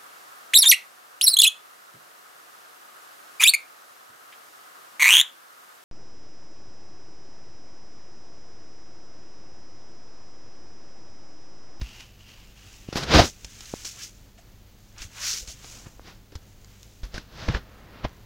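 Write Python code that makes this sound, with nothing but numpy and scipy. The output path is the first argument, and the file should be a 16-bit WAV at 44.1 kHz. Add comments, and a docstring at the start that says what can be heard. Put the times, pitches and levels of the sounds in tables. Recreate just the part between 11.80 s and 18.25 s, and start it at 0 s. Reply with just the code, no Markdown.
"""Cats rolling on a wooden floor

In a quiet room fur brushes the boards, the wood knocks faintly and clothing slides and scuffs. A hand
and sleeve rub over a hand-held camera close by, which thumps, pops, judders and ticks.
Friction is grainy filtered noise; thumps and knocks are damped oscillations. Under it all lie room
noise and a faint mains hum, in mono."""
import sys
import numpy as np
from scipy import signal
from scipy.fft import rfft, irfft, next_fast_len
from scipy.io import wavfile
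from scipy.ndimage import map_coordinates

SR = 44100
rng = np.random.default_rng(int(sys.argv[2]) if len(sys.argv) > 2 else 0)


def transcribe(signal):
    """Save signal, clipped to [-1, 1], as a 16-bit WAV file at the path in sys.argv[1]."""
    frames = np.atleast_2d(signal).T
    limited = np.clip(frames, -1, 1)
    pcm = np.round(limited * 32767).astype(np.int16)
    wavfile.write(sys.argv[1], SR, pcm)


N = 284445


def amp(db):
    """Amplitude ratio of a level in decibels."""
    return 10 ** (np.asarray(db) / 20)


def unit(x):
    """Normalisation to an rms of 1."""
    return x / np.sqrt(np.mean(x ** 2) + 1e-20)


def clock():
    """The time of every sample, in seconds."""
    return np.arange(N) / SR


def colour(spectrum, hz):
    """Spectral envelope: gain at hz, interpolated from (frequency_hz, gain_db) on a log axis."""
    frequency_hz, gain_db = np.transpose(spectrum)
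    return amp(np.interp(np.log(hz + 1), np.log(frequency_hz), gain_db))


def filtered(x, response):
    """Linear filtering: the spectrum of x times a frequency response."""
    size = next_fast_len(N + 8192)
    hz = np.fft.rfftfreq(size, 1 / SR)
    return irfft(rfft(x, size) * response(hz), size)[:N]


def softened(x, cutoff_hz):
    """A second-order low-pass rolls off the treble."""
    return signal.lfilter(*signal.butter(2, min(cutoff_hz, SR / 3), fs=SR), x)


def wobble(rate_hz):
    """Random modulation: a smooth curve through rate_hz Gaussian values a second."""
    knots = rng.standard_normal(int(N * rate_hz / SR) + 4)
    return map_coordinates(knots, [clock() * rate_hz])


def swell(t, rise_s, fall_s, roundness=0.89):
    """Exponential growth and decay, joined by a rounded top at t = 0."""
    distance = np.where(t < 0, t / rise_s, t / fall_s)
    return np.exp(roundness - np.hypot(distance, roundness))


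def held(contour, fade_s):
    """Amplitude envelope through (time_s, level_db), fading exponentially beyond both ends."""
    t = clock()
    time_s, level_db = np.transpose(contour)
    outside_s = np.abs(t - np.clip(t, time_s[0], time_s[-1]))
    return amp(np.interp(t, time_s, level_db)) * np.exp(-outside_s / fade_s)


def friction(grain_hz, grain_db):
    """Countless tiny slips add up to Gaussian noise, bunched into grains."""
    return rng.standard_normal(N) * amp(grain_db * wobble(grain_hz))


def fibres(spectrum):
    """Friction of hairs or threads: a grainy hiss with the given spectrum, at rms 1."""
    slips = friction(grain_hz=240, grain_db=1.68)
    return unit(filtered(slips, lambda hz: colour(spectrum, hz)))


def shell_friction():
    """Forced vibration: friction drives the resonant modes of the camera shell."""
    # spectrum of the rubbing: frequency_hz, gain_db
    spectrum = [(25, 1), (70, 9), (160, 5), (350, -2.5), (800, -5.5), (1200, -10), (2000, -9), (3000, -7.5),
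                (5000, -5), (6500, -10), (8500, -21.5), (16000, -15.5)]
    # shell resonances: centre_hz, bandwidth_hz, gain_db
    modes = [(400, 140, -10), (497.5, 33, -6.5), (677, 65, -14.5), (1075, 51, -5), (1360, 680, 1),
             (1792, 40, -7)]

    def response(hz):
        ringing = sum(amp(gain_db) * 1j * hz * width / (centre ** 2 - hz ** 2 + 1j * hz * width)
                      for centre, width, gain_db in modes)
        return colour(spectrum, hz) * (1 + ringing)

    return filtered(friction(grain_hz=580, grain_db=-0.5), response)


def room():
    """The noise floor: low room noise, microphone hiss and a hum that wavers in level and phase."""
    # background spectrum: frequency_hz, gain_db
    spectrum = [(12, -38), (20, 7.5), (55, -3.5), (70, -8), (107, -2), (172, -10.5), (209, -11),
                (317, -14.5), (891, -23), (1020, -25), (1390, -25.5), (4760, -28), (6470, -45),
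                (15800, -30)]
    # mains hum partials: pitch_hz, level_db
    partials = [(49.5, -57), (100, -60), (200, -67.5)]
    air = unit(filtered(rng.standard_normal(N), lambda hz: colour(spectrum, hz)))
    hum = np.zeros(N)
    for pitch_hz, level_db in partials:
        amplitude = np.sqrt(2) * amp(level_db + 0.77 * wobble(5.5))
        hum += amplitude * np.sin(2 * np.pi * pitch_hz * clock() + 1.9 * wobble(7.4))
    return amp(-52.5 + 0.65 * wobble(14)) * air + hum


def catches(rise_s=0.00059, cutoff_hz=7760):
    """Transient friction: the grip catches on the shell with a sudden scratch."""
    # snags of the grip: peak_s, level_db, decay_s
    snags = [(0.014, -32.5, 0.0072), (1.127, -32.5, 0.013), (1.157, -23.5, 0.0034), (4.521, -51, 0.023),
             (4.554, -41.5, 0.0082), (5.233, -41, 0.025), (5.342, -36, 0.039), (5.38, -31.5, 0.0029)]
    envelope = np.zeros(N)
    for peak_s, level_db, decay_s in snags:
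        t = clock() - peak_s
        envelope += amp(level_db) * np.exp(np.minimum(t / rise_s, -t / decay_s))
    return envelope * unit(softened(shell_friction(), cutoff_hz))


def pops(flip_share=0.66, skin_cutoff_hz=1460):
    """A bipolar pulse, softened by skin: pressure builds, flips as the grip slips, and relaxes."""
    # slips of the grip: centre_s, relative_level_db, width_s
    slips = [(0.0165, -20.5, 0.0029), (1.0886, -17, 0.0011), (1.1285, -17, 0.00044), (1.1585, -8, 0.00079),
             (1.939, -10.5, 0.00055), (4.069, -27.5, 0.0017), (4.1958, -24.5, 0.00026),
             (6.25, -11.5, 0.00092)]
    pressure = np.zeros(N)
    for centre_s, level_db, width_s in slips:
        widths = (clock() - centre_s) / width_s
        pressure -= amp(level_db) * np.tanh(widths / flip_share) * np.exp(-np.abs(widths))
    return softened(pressure, skin_cutoff_hz)


def thumps(decay_cycles=0.9):
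    """Heavily damped oscillation: a bump rocks the camera for a cycle or two."""
    # soft bumps: start_s, relative_level_db, pitch_hz
    bumps = [(0.017, -17.5, 53), (1.357, -13, 57.95), (1.401, -11, 165), (1.645, -35.5, 55),
             (3.206, -31, 42.6), (3.251, -32.5, 85), (3.62, -33.5, 50), (3.68, -33.5, 62),
             (4.555, -25.5, 79), (5.233, -22, 43.8), (5.34, -29, 34.8), (5.684, -15.5, 55),
             (5.698, -12, 130), (5.745, -17.5, 50.3), (6.248, -21.5, 66)]
    out = np.zeros(N)
    for start_s, level_db, pitch_hz in bumps:
        cycles = pitch_hz * np.maximum(clock() - start_s, 0)
        out += amp(level_db) * np.sin(2 * np.pi * cycles) * np.exp(-cycles / decay_cycles)
    return out


def fur(gain_db=3):
    """Sliding friction: fur brushes the boards unevenly, with a slightly whistly resonance."""
    # a cat's roll: time_s, relative_level_db
    roll = [(0.04, -51.5), (0.17, -53), (0.18, -55.5), (0.208, -47.5), (0.22, -53), (0.366, -68.5),
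            (0.414, -56), (0.448, -62), (0.49, -52.5), (0.748, -67.5), (0.784, -59.5), (1.07, -61),
            (1.088, -56.5), (1.11, -55)]
    # spectrum of fur on wood: frequency_hz, gain_db
    spectrum = [(500, -16.5), (900, -10.5), (1500, -12), (2200, -8), (2850, 0), (3700, -11), (5000, -9),
                (6500, -11.5), (8800, -24), (16000, -29.5)]
    return held(roll, fade_s=0.036) * amp(gain_db + 0.99 * wobble(30)) * fibres(spectrum)


def slides(firm_db=-41, stir_db=-67.5, drag_db=-12.5, max_lead_s=0.065):
    """Cloth friction grows fuller with pressure; a stroke climbs from low drag through body to hiss."""
    # strokes of cloth: peak_s, level_db, rise_s, fall_s, body_re_hiss_db
    strokes = [(0.95, -55.5, 0.124, 0.086, -6), (1.453, -31, 0.016, 0.022, -17.5),
               (2.0, -45, 0.19, 0.14, -8.5), (2.056, -35, 0.004, 0.029, -15),
               (2.236, -38.5, 0.026, 0.024, -9), (2.583, -57, 0.0025, 0.018, -2.5),
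               (3.232, -43, 0.02, 0.0198, -1), (3.49, -26.5, 0.041, 0.039, -9.5),
               (3.57, -33.5, 0.022, 0.027, -11), (3.712, -40, 0.0195, 0.016, -15.5),
               (3.919, -46, 0.082, 0.08, -10), (4.69, -66, 0.08, 0.073, -6), (5.02, -62, 0.1, 0.092, -4.5)]
    # spectra of light hiss, firm hiss, midrange body and low drag: frequency_hz, gain_db
    light_spectrum = [(900, -36), (2500, -6.5), (4000, -7.5), (5200, -4), (6300, 0), (7200, -2.5),
                      (8500, -11.5), (12000, -18), (16000, -18.5)]
    firm_spectrum = [(900, -43), (2500, -19.5), (4000, -7), (5800, 1), (7000, -4.5), (8500, -17.5),
                     (12000, -21), (16000, -24)]
    body_spectrum = [(300, -25.5), (750, -22), (1400, -1), (2900, -1), (4000, -4), (6000, -19),
                     (12000, -50)]
    drag_spectrum = [(300, -19), (600, -6), (950, 1), (1500, -2.5), (2500, -9.5), (6000, -39.5)]
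    hiss_power, body_power, drag_power = np.zeros((3, N))
    for peak_s, level_db, rise_s, fall_s, body_db in strokes:
        t = clock() - peak_s
        body_lead_s = min(0.82 * rise_s, max_lead_s)
        drag_lead_s = min(2.2 * rise_s, max_lead_s)
        hiss_power += (amp(level_db) * swell(t, rise_s, fall_s)) ** 2
        body_power += (amp(level_db + body_db) * swell(t + body_lead_s, rise_s, fall_s)) ** 2
        drag_power += (amp(level_db + body_db + drag_db) * swell(t + drag_lead_s, rise_s, fall_s)) ** 2
    stir = amp(stir_db + 2.0 * wobble(5.8))  # the cats are never quite still
    hiss_rms = np.sqrt(hiss_power + stir ** 2)
    press = np.arctan(hiss_rms / amp(firm_db))  # 0 for the barest touch, a right angle for full pressure
    hiss = np.cos(press) * fibres(light_spectrum) + np.sin(press) * fibres(firm_spectrum)
    body = np.sqrt(body_power) * fibres(body_spectrum)
    drag = np.sqrt(drag_power) * fibres(drag_spectrum)
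    return hiss_rms * hiss + body + drag


def rubs(rise_share=0.78):
    """Friction on the shell swells and lets go; a softer contact excites less treble."""
    # rubs over the camera body: peak_s, level_db, fall_s, cutoff_hz
    strokes = [(1.174, -26, 0.0095, 9800), (1.205, -33.5, 0.035, 8150), (1.236, -29, 0.0049, 7400),
               (3.846, -38.5, 0.0021, 6000), (3.95, -53.5, 0.11, 1810), (4.066, -49, 0.0095, 2530),
               (4.285, -45.5, 0.03, 7000), (5.359, -43, 0.023, 6500), (5.629, -39, 0.059, 5530),
               (5.688, -23, 0.0019, 3300), (5.706, -35, 0.013, 3150), (5.75, -31, 0.0091, 3600),
               (5.769, -38.5, 0.0093, 3440), (6.191, -50.5, 0.048, 2770), (6.032, -51.5, 0.26, 2050),
               (6.25, -27, 0.0061, 2600)]
    contact = shell_friction()
    out = np.zeros(N)
    for peak_s, level_db, fall_s, cutoff_hz in strokes:
        envelope = amp(level_db) * swell(clock() - peak_s, rise_share * fall_s, fall_s)
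        out += envelope * unit(softened(contact, cutoff_hz))
    return out


def scrape(dull_hz=4600, bright_hz=6210, groan_db=-8, gain_db=-0.85):
    """Friction under load: a sleeve drags over the shell, brightening, and the camera body groans."""
    # the sleeve's drag: time_s, relative_level_db
    drag = [(1.26, -38.5), (1.34, -13), (1.402, -11.5), (1.48, -38.5)]
    # spectrum of the body under pressure: frequency_hz, gain_db
    groan_spectrum = [(50, -26), (150, -6.5), (320, -4.5), (480, -0.5), (1000, -13.5), (3000, -45)]
    contact = shell_friction()
    dull = unit(softened(contact, dull_hz))
    bright = unit(softened(contact, bright_hz))
    progress = np.interp(clock(), [drag[0][0], drag[-1][0]], [0, 1])
    rasp = (1 - progress) * dull + progress * bright
    groan = amp(groan_db) * fibres(groan_spectrum)
    envelope = amp(gain_db + 1.2 * wobble(120)) * held(drag, fade_s=0.011)
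    return envelope * (rasp + groan)


def judder():
    """Stick-slip oscillation in the hardest rubs: a few cycles, too short to be heard as a pitch."""
    # bursts of slipping: centre_s, peak_db, slip_rate_hz, half_length_s
    bursts = [(1.397, -5.5, 675, 0.0067), (5.381, -31, 1550, 0.0026), (5.684, -23, 610, 0.0022),
              (5.749, -18, 1540, 0.0011), (6.252, -19.5, 640, 0.0019)]
    phase_drift = 0.62 * wobble(300)
    out = np.zeros(N)
    for centre_s, peak_db, slip_rate_hz, half_length_s in bursts:
        t = clock() - centre_s
        envelope = amp(peak_db) * np.exp(-(t / half_length_s) ** 2)
        out += envelope * np.sin(2 * np.pi * slip_rate_hz * t + phase_drift)
    return out


def ticks():
    """Broadband transients: short bright scuffs and ticks from cloth and camera handling."""
    # brief contacts: start_s, level_db, decay_s
    contacts = [(1.646, -32.5, 0.0053), (1.807, -34.5, 0.0037), (1.856, -41, 0.005), (2.048, -34.5, 0.018),
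                (3.182, -42, 0.012), (3.219, -34.5, 0.008), (3.675, -38.5, 0.021), (4.553, -40.5, 0.0063),
                (4.846, -44, 0.0016), (5.031, -38.5, 0.00091), (5.253, -34.5, 0.00048),
                (5.726, -37, 0.00091), (6.284, -42.5, 0.00062), (6.294, -44, 0.00056)]
    # spectrum of a scuff or tick: frequency_hz, gain_db
    spectrum = [(300, -8.5), (1500, -8.5), (4000, -1.5), (6000, 3), (7200, -1.5), (8500, -13.5),
                (16000, -29)]
    t = clock()
    envelope = sum(amp(level_db) * (t >= start_s) * np.exp(-np.abs(t - start_s) / decay_s)
                   for start_s, level_db, decay_s in contacts)
    scuff = unit(filtered(rng.standard_normal(N), lambda hz: colour(spectrum, hz)))
    return envelope * scuff


def knocks(rise_s=0.0029, decay_s=0.0093):
    """Damped resonance: a padded bump on hollow wood starts softly and gives one short, blurred ring."""
    # bumps on the floor: start_s, relative_level_db, pitch_hz
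    bumps = [(2.05, -48, 330), (2.585, -44.5, 677), (3.535, -44, 433), (3.627, -42.5, 524),
             (3.695, -46, 653), (4.52, -39, 372)]
    phase_blur = 0.78 * wobble(200)
    out = np.zeros(N)
    for start_s, level_db, pitch_hz in bumps:
        t = np.maximum(clock() - start_s, 0)
        envelope = amp(level_db) * (1 - np.exp(-t / rise_s)) * np.exp(-t / decay_s)
        out += envelope * np.sin(2 * np.pi * pitch_hz * t + phase_blur)
    return out


def scene():
    """Superposition: all sources add at one microphone, the same in both channels."""
    light_contacts = fur() + ticks() + knocks()
    handling = slides() + scrape() + rubs() + catches() + judder() + thumps() + pops()
    mono = light_contacts + handling + room()
    return np.array([mono, mono])


def record(dry, ceiling=0.97, top_hz=15850):
    """Soft saturation and band limiting: the camera rounds the peaks and cuts the highest treble."""
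    rounded = dry / (1 + np.abs(dry / ceiling) ** 8) ** (1 / 8)
    return np.array([filtered(channel, lambda hz: hz < top_hz) for channel in rounded])


dry = scene()
out = record(dry)
transcribe(out)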